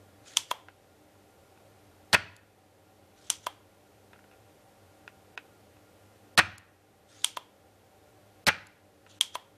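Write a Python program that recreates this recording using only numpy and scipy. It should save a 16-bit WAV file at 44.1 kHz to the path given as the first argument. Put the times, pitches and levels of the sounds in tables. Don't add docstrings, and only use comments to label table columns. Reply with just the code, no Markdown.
import sys
import numpy as np
from scipy import signal
from scipy.fft import rfft, irfft, next_fast_len
from scipy.io import wavfile
from scipy.ndimage import uniform_filter1d

SR = 44100
rng = np.random.default_rng(int(sys.argv[2]) if len(sys.argv) > 2 else 0)


def master_out(mix):
    frames = np.transpose(np.atleast_2d(mix))
    ceiling = np.clip(frames, -1, 1)
    pcm = np.round(ceiling * 32767).astype(np.int16)
    wavfile.write(sys.argv[1], SR, pcm)


def volts_from_decibels(level):
    exponent = np.asarray(level, float) / 20
    return 10 ** exponent


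N = 422037
TOP_HZ = 14250


def unit(x):
    return x / np.sqrt(np.mean(x ** 2) + 1e-20)


def along(points, hz):
    point_hz, value = np.transpose(points)
    return np.interp(np.log(hz + 1), np.log(point_hz + 1), value)


def noise(response):
    m = next_fast_len(N)
    spectrum = rfft(rng.standard_normal(m))
    return unit(irfft(spectrum * response(np.fft.rfftfreq(m, 1 / SR)), m)[:N])


def colour(spectrum):
    return lambda hz: volts_from_decibels(along(spectrum, hz))


def add(track, s, sound):
    part = track[round(s * SR):][:len(sound)]
    part += sound[:len(part)]


def ring(modes, lift_db=0, rise=.0003, length=.1):
    t = np.arange(int(length * SR))[:, None] / SR
    hz, width, db = np.transpose(modes)
    swing = volts_from_decibels(db + lift_db) * np.sin(2 * np.pi * hz * t) * np.exp(-np.pi * width * t) / hz
    onset = 1 - np.exp(-t[:, 0] / rise)
    sound = np.gradient(swing.sum(axis=1) * onset)
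    return sound / np.abs(sound).max()


def patchy(x, depth_db, size):
    z = signal.stft(x, nperseg=256)[2]
    field = uniform_filter1d(rng.standard_normal(z.shape), size=size[0], axis=0)
    field = uniform_filter1d(field, size=size[1], axis=1)
    return unit(signal.istft(z * volts_from_decibels(depth_db * unit(field)), nperseg=256)[1][:N])


# release_s, flight_s, catch_peak_db, bounce_pace (ratio), bench_rock_db
PUMP_SHOTS = [
    (2.1301, .0142, -10, .87, -37),
    (6.3769, .0131, -8, 1.2, -33.5),
    (8.468, .0161, -10, .98, -46),
]
# pitch_hz, width_hz, level_db
CATCH_MODES = [(1200, 430, -17.5), (4210, 560, 1), (9250, 1200, -16.5)]
# pitch_hz, width_hz, level_db
BENCH_MODES = [(90, 35, 2), (165, 42, 3.5), (330, 60, -9), (550, 32, -6)]
# pitch_hz, width_hz, level_db
BARREL_MODES = [(1265, 9, -8), (1358, 10, -4), (1456.6, 11, -1.5), (1825, 20, -0.5), (2380, 9.6, -3),
                (2450, 12, -4), (2770, 22, -7), (3120, 14, -13), (3467, 12, -14)]
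# freq_hz, level_db (per Hz)
RUSH_SPECTRUM = [(180, -38.5), (300, -11.5), (833, -9), (1480, -2), (3120, -6.5), (6020, -10.5),
                 (6760, -16), (8510, -12.5), (13300, -22), (15400, -50.5)]
# freq_hz, level_db (per Hz)
RATTLE_SPECTRUM = [(120, -55.5), (200, -28), (314, -7), (405, -20.5), (671, -14), (1050, -14.5),
                   (1500, -3.5), (1950, -8.5), (2600, -4), (2950, -12), (12100, -50), (14200, -48),
                   (15000, -75.5)]
# flight_share (ratio), level_db over the catch, pitch_hz
WALL_GRAZES = [
    (.3, 0, 1503),
    (.55, -5, 2485),
    (.72, -2, 1500),
]
# delay_s at pace 1, level_db over the catch, pitch_hz
STOP_SLAMS = [
    (.0003, 1, 1250),
    (.0026, 4.5, 1680),
    (.0062, 4, 1550),
]


def shots():
    out, rush, rattle, t = np.zeros(N), np.zeros(N), np.zeros(N), np.arange(N) / SR
    rush_db, rattle_db, thump_db = -11.5, -9.5, -24
    for go, flight, db, pace, _ in PUMP_SHOTS:
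        stop = go + flight
        add(out, go, volts_from_decibels(db) * ring(CATCH_MODES))
        thump = ring(BENCH_MODES, rng.standard_normal(len(BENCH_MODES)), rise=.004)
        add(out, go + .0059, volts_from_decibels(thump_db) * thump)
        barrel = ring(BARREL_MODES, 3 * rng.standard_normal(len(BARREL_MODES)), rise=.0032, length=.28)
        add(out, stop + .005, volts_from_decibels(db + rattle_db - 4.5) * barrel)

        before, after = np.clip(go - t, 0, 1), np.clip(t - stop, 0, 1)
        creep_db = -13 * (t < go) - 60 * before / .012
        rush += volts_from_decibels(db + rush_db + creep_db - 60 * np.clip(after - .004, 0, 1) / .014)

        since = np.clip(t - stop - .007, 0, 1)
        rise = volts_from_decibels(-60 * np.clip(stop - t, 0, 1) / .0045) * (t > go)
        decay = volts_from_decibels(-60 * since / .051) + volts_from_decibels(-15.5 - 60 * since / .42)
        rattle += volts_from_decibels(db + rattle_db) * rise * decay

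        blows = [(go + share * flight, d, hz) for share, d, hz in WALL_GRAZES]
        blows += [(stop + pace * s, d, hz) for s, d, hz in STOP_SLAMS]
        blows += [(stop + .0195, -8, 1500)]
        for s, blow_db, hz in blows:
            hz = hz * np.exp(.059 * rng.standard_normal())
            modes = [(hz, 380, 0), (1.55 * hz, 600, -6), (.6 * hz, 400, -6), (760, 300, -15)]
            add(out, s, volts_from_decibels(db + blow_db) * ring(modes, rise=.0003, length=.02))
    lumps = volts_from_decibels(3.4 * noise(lambda hz: hz < 300))
    return out + rush * noise(colour(RUSH_SPECTRUM)) + rattle * unit(lumps * noise(colour(RATTLE_SPECTRUM)))


# start_s, end_s, early_db, end_db
PLUNGER_STROKES = [
    (.232, .368, -51.5, -58.5),
    (.45, .512, -59.5, -53.5),
    (3.14, 3.3, -62, -58),
    (3.405, 3.462, -53, -56.5),
    (7.065, 7.242, -57.5, -56),
    (9.059, 9.198, -57.5, -65),
    (9.325, 9.352, -43.5, -47),
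]
# freq_hz, level_db (per Hz)
RUB_SPECTRUM = [(800, -26.5), (1400, -1.5), (2200, -8), (3300, -1), (4200, -3), (5200, -6), (6400, -2),
                (8500, -11), (10200, -13.5), (11500, -23), (14000, -53)]


def slide():
    t, level = np.arange(N) / SR, np.zeros(N)
    grip_s, grip_db = .039, -23
    for start, end, early_db, end_db in PLUNGER_STROKES:
        turns = [start, min(start + grip_s, end), end]
        db = np.interp(t, turns, [early_db + grip_db, early_db, end_db])
        level += volts_from_decibels(db) * (t > start) * (t < end)
    slips = volts_from_decibels(2.2 * noise(lambda hz: hz < 120))
    return level * unit(slips * patchy(noise(colour(RUB_SPECTRUM)), depth_db=3, size=(4, 11)))


def clicks(rows, modes, pivot_hz, zones_hz, shiver, lead_db, grit_db, grit_t60, fizz_db, hiss_db, hiss_t60):
    out, lead, hiss, t = np.zeros(N), np.zeros(N), np.zeros(N), np.arange(SR // 3) / SR
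    early = 600
    for s, db, *strengths in rows:
        tilt = sorted([(pivot_hz, 0), (SR / 2, 0), *zip(zones_hz, strengths)])
        body = ring(modes, lift_db=along(tilt, np.transpose(modes)[0]))
        grit, fizz = rng.standard_normal((2, len(t)))
        grit = volts_from_decibels(grit_db - 60 * t / grit_t60) * grit
        fizz = np.diff(fizz, prepend=0)
        add(out, s, volts_from_decibels(db - .5) * body)
        add(out, s + .0032, volts_from_decibels(db - 14) * body)
        add(out, s, volts_from_decibels(db) * signal.fftconvolve(grit, body / np.linalg.norm(body)))
        add(out, s, volts_from_decibels(db + fizz_db - 60 * t / .039) * fizz)
        add(lead, s - early / SR, volts_from_decibels(db + lead_db - 60 * t / .02)[early::-1])
        add(out, s - early / SR, (volts_from_decibels(db + fizz_db - 60 * t / .015) * fizz)[early::-1])
        add(hiss, s, volts_from_decibels(db + hiss_db - 60 * t / hiss_t60) * np.minimum(t / .004, 1))
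    return out + lead * noise(colour(RUB_SPECTRUM)) + hiss * noise(colour(shiver))


# start_s, peak_db, near_1k_db, near_6k_db, near_10k_db (over the modes near 3 kHz)
LATCH_CLICKS = [
    (.3706, -1, 2, 6.5, 2),
    (3.3015, -2.5, 9, 10, 14.2),
    (7.245, -1, -1, -2.5, 9),
    (9.2106, -2, -5.5, -6.5, 7),
]
# pitch_hz, width_hz, level_db
LATCH_MODES = [(980, 420, -18.5), (1240, 540, -23), (2310, 170, -19.5), (3075, 460, -8), (3257, 38, -29),
               (3250, 310, -4), (4800, 460, -11), (5960, 45, -35), (6100, 500, -4.5), (7500, 580, -5.5),
               (8620, 740, -1.5), (9900, 1400, -2), (13400, 800, -14.5)]
# freq_hz, level_db (per Hz)
SPRING_SPECTRUM = [(410, -44.5), (750, -17), (990, -6), (1150, -13.5), (1800, -12.5), (2800, -5.5),
                   (3200, -1), (3600, -8), (4300, -7), (6000, -6.5), (9000, -11), (13700, -24),
                   (15000, -41.5)]


def latches():
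    return clicks(LATCH_CLICKS, LATCH_MODES, 3000, [1000, 6000, 10000], SPRING_SPECTRUM, lead_db=-28.5,
                  grit_db=-17.5, grit_t60=.015, fizz_db=-36.5, hiss_db=-32, hiss_t60=.21)


# start_s, peak_db, near_3k_db, near_10k_db (over the modes near 1 kHz)
THUMB_TOCKS = [
    (.5135, -11, 3.6, 8.7),
    (3.4683, -14, 0.1, 8.5),
    (7.3714, -16, 1.5, 6.2),
    (9.3544, -15, 1.8, 7.7),
]
# pitch_hz, width_hz, level_db
TOCK_MODES = [(510, 560, -19), (670, 240, -1), (1000, 21, -24), (992, 98, 1), (1490, 570, -19),
              (2060, 110, -12.5), (2730, 86, -12.5), (3220, 340, 1), (3250, 26, -26.5), (4030, 430, -10.5),
              (6085, 440, -15.5), (8387, 1400, -17), (9530, 450, -9.5), (12650, 3800, -20)]
# freq_hz, level_db (per Hz)
SHELL_SPECTRUM = [(290, -18.5), (600, -4.5), (1020, -0.5), (1410, -9.5), (2700, -14), (3280, -4.5),
                  (3750, -15.5), (5160, -20.5), (13800, -30.5), (14400, -25.5), (15000, -27.5)]


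def tocks():
    return clicks(THUMB_TOCKS, TOCK_MODES, 1000, [3200, 10000], SHELL_SPECTRUM, lead_db=-17,
                  grit_db=-25, grit_t60=.03, fizz_db=-26, hiss_db=-30, hiss_t60=.32)


# start_s, peak_db, brightness_db
BOARD_TAPS = [(0.2607, -48, 6), (0.6853, -33.5, -18), (1.5757, -50, -6.5), (4.1325, -38, -10),
              (4.1357, -50, -12), (4.1599, -48, -16), (4.1915, -48, -23), (4.2418, -47.5, -21),
              (4.3136, -49, 1), (4.3244, -54.5, -2), (4.3364, -54.5, 7), (5.0779, -31.5, -4.5),
              (5.3765, -23, -2.5), (5.7678, -51.5, -2.5), (9.0647, -40.5, -9.5), (9.0707, -46, -10)]
# pitch_hz, width_hz, level_db
BOARD_MODES = [(437, 57, -27), (780, 110, -16.5), (990, 170, -9), (1400, 130, -8), (1600, 420, -2.5),
               (2530, 300, 1.5), (3320, 350, -9), (4670, 340, -14.5), (5794, 260, -21)]


def taps():
    return clicks(BOARD_TAPS, BOARD_MODES, 1400, [2800], RATTLE_SPECTRUM, lead_db=-40.5,
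                  grit_db=-13.5, grit_t60=.028, fizz_db=-50, hiss_db=-22, hiss_t60=.12)


# start_s, peak_db
BUTTON_TICKS = [
    (2.3655, -35.5),
    (6.5819, -28.5),
    (8.6702, -36),
]
# pitch_hz, width_hz, level_db
BUTTON_MODES = [(4660, 2000, 9), (7060, 1800, 12.5), (10250, 2000, 13.5)]


def ticks():
    return clicks(BUTTON_TICKS, BUTTON_MODES, 5000, [], RUB_SPECTRUM, lead_db=-21,
                  grit_db=-22.5, grit_t60=.017, fizz_db=-37, hiss_db=-32, hiss_t60=.042)


# pitch_hz, width_hz, level_db
ROCK_MODES = [(56.4, 30, -16), (93, 24, 1), (183, 40, -6.5)]


def thuds():
    out = np.zeros(N)
    period_s, loss_db = .051, 4.5
    for go, *_, db in PUMP_SHOTS:
        for k in range(4):
            bump = ring(ROCK_MODES, 3 * rng.standard_normal(len(ROCK_MODES)), rise=.012)
            add(out, go + period_s * (k + 1), volts_from_decibels(db - loss_db * k) * bump)
    return out


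# freq_hz, t60_s
WALL_DECAY = [(100, 0.98), (500, 0.6), (2000, 0.61), (6000, 0.43), (12000, 0.099)]


def room(x):
    out, step = np.zeros(N), SR // 4
    for start in range(0, N, step):
        piece = x[start:start + step]
        if not piece.any():
            continue
        hz, t, z = signal.stft(rng.standard_normal(SR // 2), SR, nperseg=256)
        decay = volts_from_decibels(-60 * t / along(WALL_DECAY, hz)[:, None])
        tail = signal.istft(z * decay, SR, nperseg=256)[1]
        add(out, start / SR + .005, signal.fftconvolve(piece, tail / np.linalg.norm(tail)))
    return out


# freq_hz, level_db (per Hz)
AIR_SPECTRUM = [(15, -29.5), (30, -16), (64, -13), (95, -8.5), (160, -13), (300, -12.5), (450, -9),
                (800, -15.5), (1000, -19), (1420, -22), (1900, -23), (5000, -30), (13500, -33),
                (15400, -31.5)]
# pitch_hz, width_hz, level_db (rms)
HUM_BANDS = [(99, 16, -71.5), (200.2, 4.9, -75.5), (302.4, 11, -69.5), (394, 10, -80.5), (548, 10, -73),
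             (598, 12, -74), (775, 51, -70), (1404, 25, -78.5)]


def air():
    def bands(f):
        return np.sqrt(sum(volts_from_decibels(2 * d) * w ** 3 / ((f - c) ** 2 + w * w / 4) ** 2 for c, w, d in HUM_BANDS))

    hum = np.linalg.norm(volts_from_decibels(np.transpose(HUM_BANDS)[2])) * noise(bands)
    waver_hz = 99 + 6 * noise(lambda f: f < 12)
    motor = volts_from_decibels(-64.5) * np.sin(2 * np.pi * np.cumsum(waver_hz) / SR)
    rush = volts_from_decibels(-60.5) * noise(lambda f: colour(AIR_SPECTRUM)(f) * (f < TOP_HZ))
    return rush + hum + motor


# level_db of shots, latches, lighter clicks
ROOM_SHARE_DB = [-21, -24, -28]


def scene():
    shot, latch, light = shots(), latches(), tocks() + taps()
    wet = room(volts_from_decibels(ROOM_SHARE_DB) @ [shot, latch, light])
    mix = shot + thuds() + latch + light + ticks() + slide() + wet + air()
    return np.tile(mix, (2, 1))


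def top_cut(x):
    return signal.sosfilt(signal.butter(12, 15560, fs=SR, output="sos"), x)


# attack_s, lowest_hz, loss_db
THINNED = [
    (3.3015, 900, -30),
    (3.4683, 1200, -7),
    (5.3775, 1800, -10),
    (6.3764, 1200, -30),
    (6.5819, 6300, -25),
    (7.3714, 8000, -25),
    (8.466, 400, -30),
    (9.2106, 500, -30),
]


def record(dry):
    keep, ease = np.exp(-1 / (.3 * SR)), np.exp(-1 / (.08 * SR))
    power = signal.lfilter([1 - keep], [1, -keep], dry[0] ** 2)
    duck_db = signal.lfilter([1 - ease], [1, -ease], -1.55 * np.log(1 + power / volts_from_decibels(-82)))
    hz, t, z = signal.stft(dry[0] * volts_from_decibels(duck_db), SR, nperseg=128)

    block_s, block_start_s, lookahead_s = 1024 / 44100, .0169, .005
    for s, low_hz, loss_db in THINNED:
        start = s - (s - block_start_s) % block_s
        z[np.ix_(hz > low_hz, (t > start) & (t < s - lookahead_s))] *= volts_from_decibels(loss_db)

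    share_db = along([(3000, -79), (4300, -43.5), (5500, -21.5), (13000, -12.5), (14000, -45.5)], hz)
    scatter = np.exp(2j * np.pi * rng.random(z.shape))
    pair = [z, z * volts_from_decibels(share_db)[:, None] * scatter]
    mid, side = signal.istft(pair, SR, nperseg=128)[1][:, :N]

    m = next_fast_len(N)
    f = np.fft.rfftfreq(m, 1 / SR)
    treble_edge = volts_from_decibels(along([(TOP_HZ, 0), (TOP_HZ + 250, -20), (TOP_HZ + 2500, -40)], f))
    bass_edge = 1j * f / (45 + 1j * f)
    mix = irfft(rfft([mid + side, mid - side], m) * treble_edge * bass_edge, m)[:, :N]
    return top_cut(mix)


dry = scene()
out = record(dry)
master_out(out)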